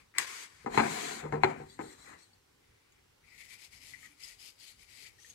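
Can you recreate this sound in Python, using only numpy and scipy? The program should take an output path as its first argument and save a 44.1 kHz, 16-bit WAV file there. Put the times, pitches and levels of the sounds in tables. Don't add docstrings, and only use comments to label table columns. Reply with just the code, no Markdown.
import sys
import numpy as np
from scipy import signal
from scipy.fft import rfft, irfft, next_fast_len
from scipy.io import wavfile
from scipy.ndimage import uniform_filter1d

SR = 44100
rng = np.random.default_rng(int(sys.argv[2]) if len(sys.argv) > 2 else 0)


def unload_audio(sound):
    columns = np.transpose(np.atleast_2d(sound))
    steps = np.round(np.clip(columns, -1, 1) * 32767)
    wavfile.write(sys.argv[1], SR, steps.astype(np.int16))


def level_to_linear(level):
    exponent = np.asarray(level, float) / 20
    return 10 ** exponent


N = 235670


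def unit(x):
    return x / np.sqrt(np.mean(x ** 2) + 1e-20)


def peak(x):
    return x / np.abs(x).max()


def along(points, hz):
    f, v = np.transpose(points)
    return np.interp(np.log(hz + 1), np.log(f + 1), v)


def curve(rows):
    return np.interp(np.arange(N) / SR, *np.transpose(rows))


def bumps(peaks, hz):
    return sum(db / (1 + (2 * (hz - center) / width) ** 2) for center, width, db in peaks)


def filtered(x, response):
    m = next_fast_len(N + SR // 4, real=True)
    return irfft(rfft(x, m) * response(np.fft.rfftfreq(m, 1 / SR)), m)[..., :N]


def soft(x, edge_hz):
    return signal.sosfilt(signal.butter(3, edge_hz, fs=SR, output="sos"), x)


def struck(x, colour):
    m = next_fast_len(2 * len(x))
    cep = irfft(np.log(level_to_linear(colour(np.fft.rfftfreq(m, 1 / SR))) + 1e-4), m)
    cep[1:m // 2] *= 2
    cep[m // 2 + 1:] = 0
    return irfft(rfft(x, m) * np.exp(rfft(cep)), m)[:len(x)]


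def add(track, s, sound):
    at = round(s * SR)
    track[:, at:at + sound.shape[1]] += sound[:, :N - at]


def patchy(depth_db, cavity_hz=None, cavity_db=0):
    hz, t, z = signal.stft(rng.standard_normal((2, N)), SR, nperseg=512)
    field = uniform_filter1d(rng.standard_normal(z.shape[1:]), size=3, axis=0)
    field = uniform_filter1d(field, size=12, axis=1)
    gain_db = depth_db * unit(field)
    if cavity_hz is not None:
        now = np.minimum(t * SR, N - 1).astype(int)
        cavity_width_hz = 700
        gain_db = gain_db + bumps([(cavity_hz[now], cavity_width_hz, cavity_db[now])], hz[:, None])
    return signal.istft(z * level_to_linear(gain_db), SR, nperseg=512)[1][:, :N]


GRIP = {"lid": (2000, 290), "drag": (440, 650), "scoop": (670, 230), "rub": (590, 380), "stir": (150, 830)}


def strokes(rows, action):
    start, length, db, body_db, swell_db = np.transpose(rows)[..., None]
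    rise, fall = GRIP[action]
    t = np.arange(0, N + 64, 64) / SR
    shape_db = db + swell_db * (np.clip((t - start) / length, 0, 1) - .5)
    shape_db = shape_db - rise * np.maximum(start - t, 0)
    shape_db = shape_db - fall * np.maximum(t - start - length, 0)

    def total(levels_db):
        power = np.sum(level_to_linear(2 * levels_db), axis=0)
        return np.interp(np.arange(N) / SR, t, 10 * np.log10(power + 1e-14))
    return total(shape_db + body_db), total(shape_db)


# (start [s], length [s], level [dB], body over level [dB], swell [dB])
STIR = [
    (0, 5.4, -66, 0, -2.5),
    (.73, 0.081, -46.5, 0, 6.5),
    (1.25, 0.24, -50.5, 0, 4.5),
    (1.6, .5, -60, 0, -3.5),
    (3.8, 0.28, -62, 0, 1),
]
# (frequency [Hz], density [dB per Hz])
AIR = [(12, -62), (30, -13.5), (60, -12), (107, -11.5), (216, -21), (410, -12.5), (590, -18.5), (642, -23),
       (759, -16.5), (1060, -20), (2080, -19.5), (2670, -21), (5850, -25.5), (6720, -27), (7520, -26.5),
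       (16000, -36)]
# (frequency [Hz], likeness [-1 to 1])
AIR_ALIKE = [(60, 0.84), (110, 0.98), (200, 0.54), (380, -0.028), (700, -0.49), (1290, 0.49), (2380, -0.33),
             (4400, 0.31), (8120, 0.01), (15000, 0.35)]


def air():
    def spread(f):
        angle = np.arccos(along(AIR_ALIKE, f)) / 2
        return level_to_linear(along(AIR, f)) * np.array([np.cos(angle), np.sin(angle)])

    def layer(level_db, depth_db, band):
        mid, side = filtered(patchy(depth_db), lambda f: band(f) * spread(f))
        return level_to_linear(level_db) * np.array([mid + side, mid - side]) / np.std(mid)
    rumble = layer(strokes(STIR, "stir")[1] - 7, 2.8, lambda f: f < 300)
    hiss = layer(-72.5, 1.3, lambda f: f >= 300)
    return rumble + hiss


# (frequency [Hz], t60 [s])
KITCHEN = [(100, 0.65), (500, 0.38), (2000, 0.1), (8000, 0.067), (16000, 0.08)]


def room(x, wet_db):
    hz, t, z = signal.stft(rng.standard_normal((2, len(x))), SR, nperseg=256)
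    tail = signal.istft(z * level_to_linear(-60 * t / along(KITCHEN, hz)[:, None]), SR, nperseg=256)[1]
    wet = signal.fftconvolve(x[None], tail / np.linalg.norm(tail[0]), axes=1)[:, :len(x)]
    fade = np.minimum(1, np.linspace(8, 0, len(x)))
    return x + level_to_linear(wet_db) * wet * fade


# (frequency [Hz], difference [dB])
SHADOW = [(60, -7), (110, -19), (200, 20), (380, 10), (700, 11), (1290, 6.5), (2380, 21.5), (4400, 7.5),
          (8120, 5.5), (15000, 31.5)]
# (frequency [Hz], difference [dB])
KNOCK_SHADOW = [(60, -12), (110, 2), (200, -2.5), (380, -0.5), (700, 5.5), (1290, 10), (2380, 12),
                (4400, 1.5), (8120, 3.5), (15000, 16)]
# (frequency [Hz], likeness [0 to 1])
ALIKE = [(100, 0.51), (500, 0.84), (2000, 0.11), (5000, 0.077), (12000, 0.084)]
# (delay [s], gain [factor])
DETOURS = [(.00011, 1), (.00034, -.6), (.00073, .5), (.0013, -.35)]


def ports(pair, shadow, colour_db=lambda f: 0):
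    lag_s = 27 / 44100
    delays, gains = np.transpose(DETOURS)

    def paths(f):
        half, like = level_to_linear(along(shadow, f) / 2), along(ALIKE, f)
        around = unit(gains) @ np.exp(-2j * np.pi * np.outer(delays, f)) / np.sqrt(len(DETOURS))
        direct = like / half * np.exp(-2j * np.pi * f * lag_s)
        return level_to_linear(colour_db(f)) * np.array([half, direct, np.sqrt(1 - like ** 2) / half * around])
    left, late, scatter = filtered(pair[[0, 0, 1]], paths)
    return np.array([left, late + scatter])


# (time [s], peak level [dB], frequency
# [Hz], t60 [s])
PANEL_NOTES = [(.79, -26, 222, .27), (.805, -20, 290, .04), (.785, -25, 877, .12), (1.455, -29, 830, .1),
               (1.326, -35, 152, .5), (1.794, -37, 1000, .06), (1.328, -26.5, 454, .2),
               (1.333, -31, 280, .1), (1.44, -19.5, 380, .16), (.663, -34, 235, .12), (.663, -38, 640, .08),
               (5.02, -67, 420, .2), (1.795, -39, 403, .15), (4.095, -64.5, 291, .38), (5.27, -67, 480, .2)]


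def panels():
    track, t = np.zeros((2, N)), np.arange(SR // 2) / SR
    for s, db, hz, t60 in PANEL_NOTES:
        boom = level_to_linear(db - 60 * t / t60) * (1 - np.exp(-t / 0.0024)) * np.sin(2 * np.pi * hz * t)
        add(track, s, np.array([boom, boom]))
    return ports(track, KNOCK_SHADOW)


# (frequency [Hz], level [dB], t60 [s])
CABINET = [(151, 0, .8), (220, -5, .3), (381, -5, .12), (432, -3, .14), (476, -1, .2)]


def cabinet_thud(longest):
    t = np.arange(SR // 2) / SR
    thud = 0
    for hz, db, t60 in CABINET:
        strength_db = db + 1.5 * rng.standard_normal()
        thud = thud + level_to_linear(strength_db - 60 * t / min(t60, longest)) * np.sin(2 * np.pi * hz * t)
    return peak(soft(thud, 700))


def knocks(blows, tone, chatter_db):
    track, t = np.zeros((2, N)), np.arange(SR // 3) / SR
    for s, db, chatter_s, thud_db, thud_t60 in blows:
        contacts = rng.standard_normal(len(t)) * (rng.random(len(t)) < .12)
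        fall_db = chatter_db - 60 * (t / chatter_s) ** 2.4
        blow = level_to_linear(fall_db) * (contacts + 0.76 * soft(contacts, 2200))
        blow[0] = 3
        add(track, s, level_to_linear(db) * room(peak(struck(blow, lambda f: tone(db, f))), wet_db=-8))
        thud = cabinet_thud(thud_t60)
        add(track, s, level_to_linear(db + thud_db) * np.array([thud, thud]))
    return ports(track, KNOCK_SHADOW)


# (time [s], peak level [dB], chatter end [s], cabinet level [dB], cabinet t60 [s])
LID_TICKS = [
    (.1405, -48.5, 0.018, -35, 0.09),
    (.1525, -44.5, .02, -46.5, .1),
]
# (time [s], peak level [dB], chatter end [s], cabinet level [dB], cabinet t60 [s])
LID_SNAPS = [
    (.1833, -12, 0.0053, -38.5, 0.2),
    (.1843, -11.5, 0.0072, -43, .2),
    (.189, -26.5, .035, -38, 0.11),
    (.215, -31.5, 0.026, -36, .1),
]
# (frequency [Hz], density [dB per Hz])
TICK_TONE = [(500, -41), (1200, -9.5), (1900, 8.5), (3000, -18.5), (9000, -41)]
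# (frequency [Hz], density [dB per Hz])
SNAP_TONE = [(180, -56), (300, -23), (685, -36.5), (1000, -14), (1510, -14), (1900, -1), (3280, -9),
             (7000, -12), (8200, -5.5), (8840, -12), (15500, -33.5)]


def lid_snaps():
    ticks = knocks(LID_TICKS, lambda db, f: along(TICK_TONE, f), chatter_db=-7)
    snaps = knocks(LID_SNAPS, lambda db, f: along(SNAP_TONE, f), chatter_db=3)
    return ticks + snaps


# (frequency [Hz], density [dB per Hz])
SOFT_TONE = [(53, -34), (90, -12), (440, -2), (760, -5), (1600, -12.5), (2200, -17.5), (3300, -35),
             (7500, -36), (12000, -73.5), (18000, -120)]
# (frequency [Hz], density [dB per Hz])
HARD_TONE = [(53, -33), (90, -6), (500, -11.5), (1000, -2.5), (2500, -14), (3300, -25.5), (4150, -22.5),
             (5250, -37), (7800, -35.5), (14000, -66)]
# (frequency [Hz], width [Hz], level [dB])
BOARD = [(237.6, 20, 1.5), (385.6, 18, 8.5), (455.5, 24, 4), (623, 46, -7.5), (776, 60, 4.5), (916, 210, 3),
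         (1135, 100, -6), (1266, 52, 0), (1403, 60, -9), (1630, 100, -3.5), (2130, 60, 10), (2400, 23, 6.5),
         (3430, 170, 5.5), (4100, 100, 11.5)]


def jar_tone(db, hz):
    soft_db, hard_db = -27, -14
    hard = np.clip((db - soft_db) / (hard_db - soft_db), 0, 1)
    return (1 - hard) * along(SOFT_TONE, hz) + hard * along(HARD_TONE, hz) + bumps(BOARD, hz)


# (time [s], peak level [dB], chatter end [s], cabinet level [dB], cabinet t60 [s])
JAR_KNOCKS = [(.646, -56, 0.013, 17.5, 0.085), (.6618, -24.5, 0.04, -9.5, 0.15),
              (.672, -28.5, .04, -14.5, .1), (.746, -27, 0.044, -10.5, .1), (.776, -8, 0.019, -9.5, 0.11),
              (.7838, -11.5, .025, -22, .1), (.7945, -16.5, .02, -20.5, .1), (.799, -12, 0.032, -17, 0.21),
              (.836, -22.5, .03, -19, .1), (1.231, -38, 0.015, 5, 0.39), (1.239, -36, 0.023, -5.5, 0.12),
              (1.2435, -35, 0.07, 6, 1), (1.255, -35, 0.047, -2.5, 0.27), (1.3245, -23.5, 0.07, 1.5, 0.47),
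              (1.357, -33.5, .07, -5.5, .2), (1.4355, -7.5, 0.02, -20, 0.48),
              (1.4455, -13.5, 0.02, -9, 0.05), (1.456, -24, 0.028, -8, 0.075), (1.501, -32, .04, -9.5, .1),
              (1.6, -40.5, 0.094, 7.5, 0.14), (1.7918, -27.5, 0.045, -7, 0.28), (1.843, -44, .04, 4, .1)]


def jar_knocks():
    return knocks(JAR_KNOCKS, jar_tone, chatter_db=-7)


def friction(levels, hollow, tone, peaks, shadow, per_s, spread_db, patchy_db, cavity_db):
    out, cavity_hz = 0, curve(hollow)
    body_db, hiss_db = levels
    ring_db = cavity_db + 0.3 * np.maximum(hiss_db - body_db, 0)
    for level_db, colour in zip(levels, tone):
        sizes = np.minimum(rng.standard_exponential(N), 3)
        grains = (rng.random(N) < per_s / SR) * level_to_linear(spread_db * sizes)
        clumps = uniform_filter1d(grains, size=24)
        pair = patchy(patchy_db, cavity_hz, ring_db) * np.sqrt(1 + np.abs(clumps) / np.mean(clumps))
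        sound = ports(pair, shadow, lambda f: along(colour, f) + bumps(peaks, f))
        out = out + level_to_linear(level_db) * sound / np.std(sound.mean(axis=0))
    return out


# (start [s], length [s], hiss level [dB], body over hiss [dB], swell [dB])
LID = [
    (0, 0.0095, -71.5, 6.5, -0.5),
    (.152, 0.028, -66, 13.5, 6),
    (.19, 0.052, -44.5, 2, -5),
    (.27, 0.17, -50, -1, -2),
    (.5, 0.14, -68, 2.5, 0.5),
]
# (time [s], cavity frequency [Hz])
LID_HOLLOW = [(.1, 4320), (.25, 5100), (.4, 6290), (.59, 4660)]
# (frequency [Hz], density [dB per Hz])
LID_TONE = [
    [(120, -55), (200, -23), (404, -15.5), (628, -20), (1080, -11), (1330, -16.5), (2230, -9.5), (3000, -25.5), (3900, -43), (6600, -120)],
    [(1650, -34), (2800, 0), (4340, 4), (5480, 1), (6620, -0.5), (7890, 2.5), (14900, -20.5), (16000, -37)],
]


def lid_sliding():
    return friction(strokes(LID, "lid"), LID_HOLLOW, LID_TONE, [], KNOCK_SHADOW,
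                    per_s=14000, spread_db=0.5, patchy_db=1.44, cavity_db=2.0)


# (start [s], length [s], hiss level [dB], body over hiss [dB], swell [dB])
DRAG = [(.715, .03, -62, 13.7, 6.5), (.745, 0.045, -47.5, 6.3, 3), (.81, 0.07, -48, 9.2, 1),
        (.905, .19, -44.5, 2.3, -2.5), (1.11, 0.095, -49, 3.2, -6.5), (1.21, 0.09, -66.5, 11, -11.5),
        (1.335, 0.059, -69.5, 12, -10.5), (1.44, 0.068, -62, 16, 0.5), (1.52, 0.15, -76.5, 18.8, -19.5)]
# (time [s], cavity frequency [Hz])
DRAG_HOLLOW = [(.7, 7145), (1.2, 7130)]
# (frequency [Hz], density [dB per Hz])
DRAG_TONE = [
    [(41, -63), (70, -22), (224, 1), (643, 1.5), (706, 13.5), (880, -3), (1030, 5), (1110, -3), (2300, -1.5), (3000, -16.5), (3900, -31.5), (6600, -120)],
    [(1650, -42), (2800, -16), (3800, -10), (4120, -12.5), (5240, -15), (6570, -15), (7490, -10), (9960, -21), (14800, -35.5), (16000, -37)],
]
# (frequency [Hz], width [Hz], level [dB])
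JAR = [(153, 22, 16.5), (222.4, 16, 7.5), (406, 29, 3.5), (430, 20, 6.5), (610, 160, -6), (4100, 84, 12.5),
       (4500, 140, 7.5), (7656, 440, 0), (8985, 100, -3.5)]


def jar_dragging():
    return friction(strokes(DRAG, "drag"), DRAG_HOLLOW, DRAG_TONE, JAR, KNOCK_SHADOW,
                    per_s=13000, spread_db=-13.5, patchy_db=1.83, cavity_db=4.5)


# (start [s], length [s], hiss level [dB], body over hiss [dB], swell [dB])
SCOOP = [(1.58, 0.68, -75, -4, -6), (1.58, .08, -76, 7, -3), (1.69, 0.052, -65.5, -6.5, 0),
         (1.815, 0.0088, -74, 16, -22), (1.82, 0.11, -61, -2.5, 1.5), (1.99, 0.11, -63, -1.5, -2),
         (2.05, 0.089, -73, 16, 5), (2.19, 0.044, -66.5, -2, -2.5), (2.27, 0.057, -79.5, -14, 3)]
# (time [s], cavity frequency [Hz])
SCOOP_HOLLOW = [(1.6, 4100), (2.3, 4200)]
# (frequency [Hz], density [dB per Hz])
SCOOP_TONE = [
    [(71, -40), (120, -13), (147, -3.5), (474, -8.5), (655, -10.5), (823, -6.5), (1400, -10), (2050, -7), (3000, -21.5), (3900, -48), (6600, -120)],
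    [(1650, -44), (2800, -39), (3190, -7.5), (3970, -6.5), (4560, -5.5), (4730, -11.5), (8300, 0.5), (9820, -13), (14600, -22.5), (16000, -36)],
]
# (frequency [Hz], width [Hz], level [dB])
JAR_OPEN = [(4020, 110, 10), (4480, 56, 4.5), (4860, 60, 11), (5590, 190, 11.5), (7360, 140, 9.5),
            (7650, 110, 0), (8350, 220, 3.5)]


def salt_digging():
    return friction(strokes(SCOOP, "scoop"), SCOOP_HOLLOW, SCOOP_TONE, JAR_OPEN, KNOCK_SHADOW,
                    per_s=3100, spread_db=-1.0, patchy_db=2.5, cavity_db=8.5)


# (time [s], peak level [dB], ring frequency [Hz], t60 [s])
LUMPS = [(1.6985, -52, 4660, 0.045), (2.332, -61, 4470, 0.03), (2.9228, -60, 6790, 0.012),
         (3.2799, -63, 2300, 0.034), (3.275, -67, 5000, .05), (3.3, -62, 5050, .05), (1.87, -55, 4480, .05),
         (2.224, -59, 4400, 0.057), (3.4161, -49.5, 2180, 0.017), (3.936, -42.5, 2030, 0.018),
         (3.9464, -50.5, 1920, 0.034), (4.0287, -51, 1910, 0.029), (4.0547, -47.5, 1924, 0.016),
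         (4.2035, -58, 5230, 0.021), (4.2328, -43, 5060, 0.07), (4.5989, -59, 4500, 0.024),
         (5.0514, -51, 1940, 0.024), (5.1851, -61.5, 1850, 0.037), (5.2465, -50.5, 1890, 0.022),
         (5.2994, -47, 6500, 0.026)]
# (time [s], peak level [dB], ring frequency [Hz], t60 [s])
MURMURS = [
    (5.08, -58, 86, .1),
    (1.7, -60, 3400, .052),
    (4.03, -66, 1270, .12),
]
# (time [s], peak level [dB], ring frequency [Hz], t60 [s])
TRICKLE = [(s, -57, 9600, .0014) for s in (4.096, 4.109, 4.121, 4.134)]


def lumps():
    track, t = np.zeros((2, N)), np.arange(SR // 5) / SR
    for s, db, hz, t60 in LUMPS + MURMURS + TRICKLE:
        tick = level_to_linear(-60 * t / t60) * (1 - np.exp(-t / 0.00066)) * np.sin(2 * np.pi * hz * t)
        add(track, s, level_to_linear(db - 2.5) * room(peak(tick), wet_db=0.5))
    return ports(track, SHADOW)


# (time [s], peak level [dB])
CRACKS = [(2.9226, -60), (3.35, -55.5), (3.4525, -47), (3.499, -54.5), (3.527, -49.5), (3.658, -53.5),
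          (4.006, -54.5), (4.2035, -51), (4.236, -53), (4.599, -58.5), (4.641, -51.5), (4.652, -51),
          (4.691, -53), (5.045, -51.5), (5.088, -53), (5.2995, -51.5), (5.306, -52.5), (1.6985, -55.5)]
# (frequency [Hz], density [dB per Hz])
CRACK_TONE = [(800, -33), (1900, -2), (3000, -3), (5000, 2.5), (9000, -6.5), (15000, -18)]


def cracks():
    track, t = np.zeros((2, N)), np.arange(SR // 10) / SR
    t60 = .006
    for s, db in CRACKS:
        noise = level_to_linear(-60 * t / t60) * rng.standard_normal(len(t))
        burst = struck(noise, lambda f: along(CRACK_TONE, f))
        add(track, s, level_to_linear(db) * room(peak(burst), wet_db=-7.5))
    return ports(track, SHADOW)


# (start [s], length [s], hiss level [dB], body over hiss [dB], swell [dB])
RUB = [(2.62, 0.38, -91.5, 11, 1), (3.27, 2.2, -74, -7.5, 4), (3.24, 0.086, -76, 8.5, 11),
       (3.335, 0.027, -67.5, 4.5, 4), (3.385, 0.026, -59.5, 1.5, 5), (3.44, 0.032, -63, 0.5, -1.5),
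       (3.49, 0.05, -58, 1.5, 7.5), (3.59, 0.06, -58, -3, 4.5), (3.73, 0.049, -60, -3.5, -3.5),
       (3.82, 0.093, -58, -5, 3), (3.925, 0.04, -62.5, -2, -4), (3.99, .07, -61, -2, 5),
       (4.09, 0.046, -73, 2, -7), (4.205, .03, -58, -6, 2.5), (4.235, 0.026, -54, -11, 0),
       (4.28, 0.056, -57.5, -5, -5), (4.405, 0.083, -55.5, -13, 3), (4.6, 0.046, -59, -11.5, 5),
       (4.675, 0.038, -57.5, -8.5, -1), (4.795, 0.035, -62.5, -5.5, 3), (4.89, 0.15, -59, -4, 8),
       (5.065, 0.014, -58, 1.5, -3), (5.2, 0.07, -63.5, -23, 5), (5.29, 0.013, -61, -16, 5),
       (5.31, .04, -70, -6, -3)]
# (time [s], cavity frequency [Hz])
HAND_HOLLOW = [(3.3, 4800), (3.93, 5120), (4.03, 7580), (4.15, 5000), (4.2, 4740), (4.48, 5180),
               (4.6, 4670), (4.66, 4580), (4.7, 4100), (4.8, 5030), (5.07, 4500), (5.2, 5980), (5.3, 6600)]
# (frequency [Hz], density [dB per Hz])
RUB_TONE = [
    [(650, -21), (1100, -18), (1240, -19.5), (1420, -15), (1600, -22), (1960, 0.5), (2300, 0.5), (2700, -11.5), (2900, -45), (3770, -82), (6380, -120)],
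    [(1590, -13.5), (2700, -6.5), (3640, -4), (5050, -2.5), (5770, -3), (7770, -1.5), (11200, -10), (15100, -29), (16000, -46)],
]
# (frequency [Hz], width [Hz], level [dB])
HAND = [(3004, 430, 4), (4250, 810, 4), (5000, 170, 2), (7760, 240, 5), (9390, 230, 2.5)]


def salt_rubbing():
    return friction(strokes(RUB, "rub"), HAND_HOLLOW, RUB_TONE, HAND, SHADOW,
                    per_s=1500, spread_db=2.5, patchy_db=1.5, cavity_db=5)


def scene():
    background = air()
    blows = lid_snaps() + jar_knocks() + panels()
    frictions = lid_sliding() + jar_dragging() + salt_digging() + salt_rubbing()
    near = blows + frictions + lumps() + cracks()
    return filtered(near, lambda f: (1j * f / (60 + 1j * f)) ** 5) + background


def band_limit(x):
    return signal.sosfilt(signal.butter(12, 16470, fs=SR, output="sos"), x)


def record(dry):
    top_hz = 15800
    mix = filtered(dry, lambda f: f < top_hz)
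    return band_limit(mix)


dry = scene()
out = record(dry)
unload_audio(out)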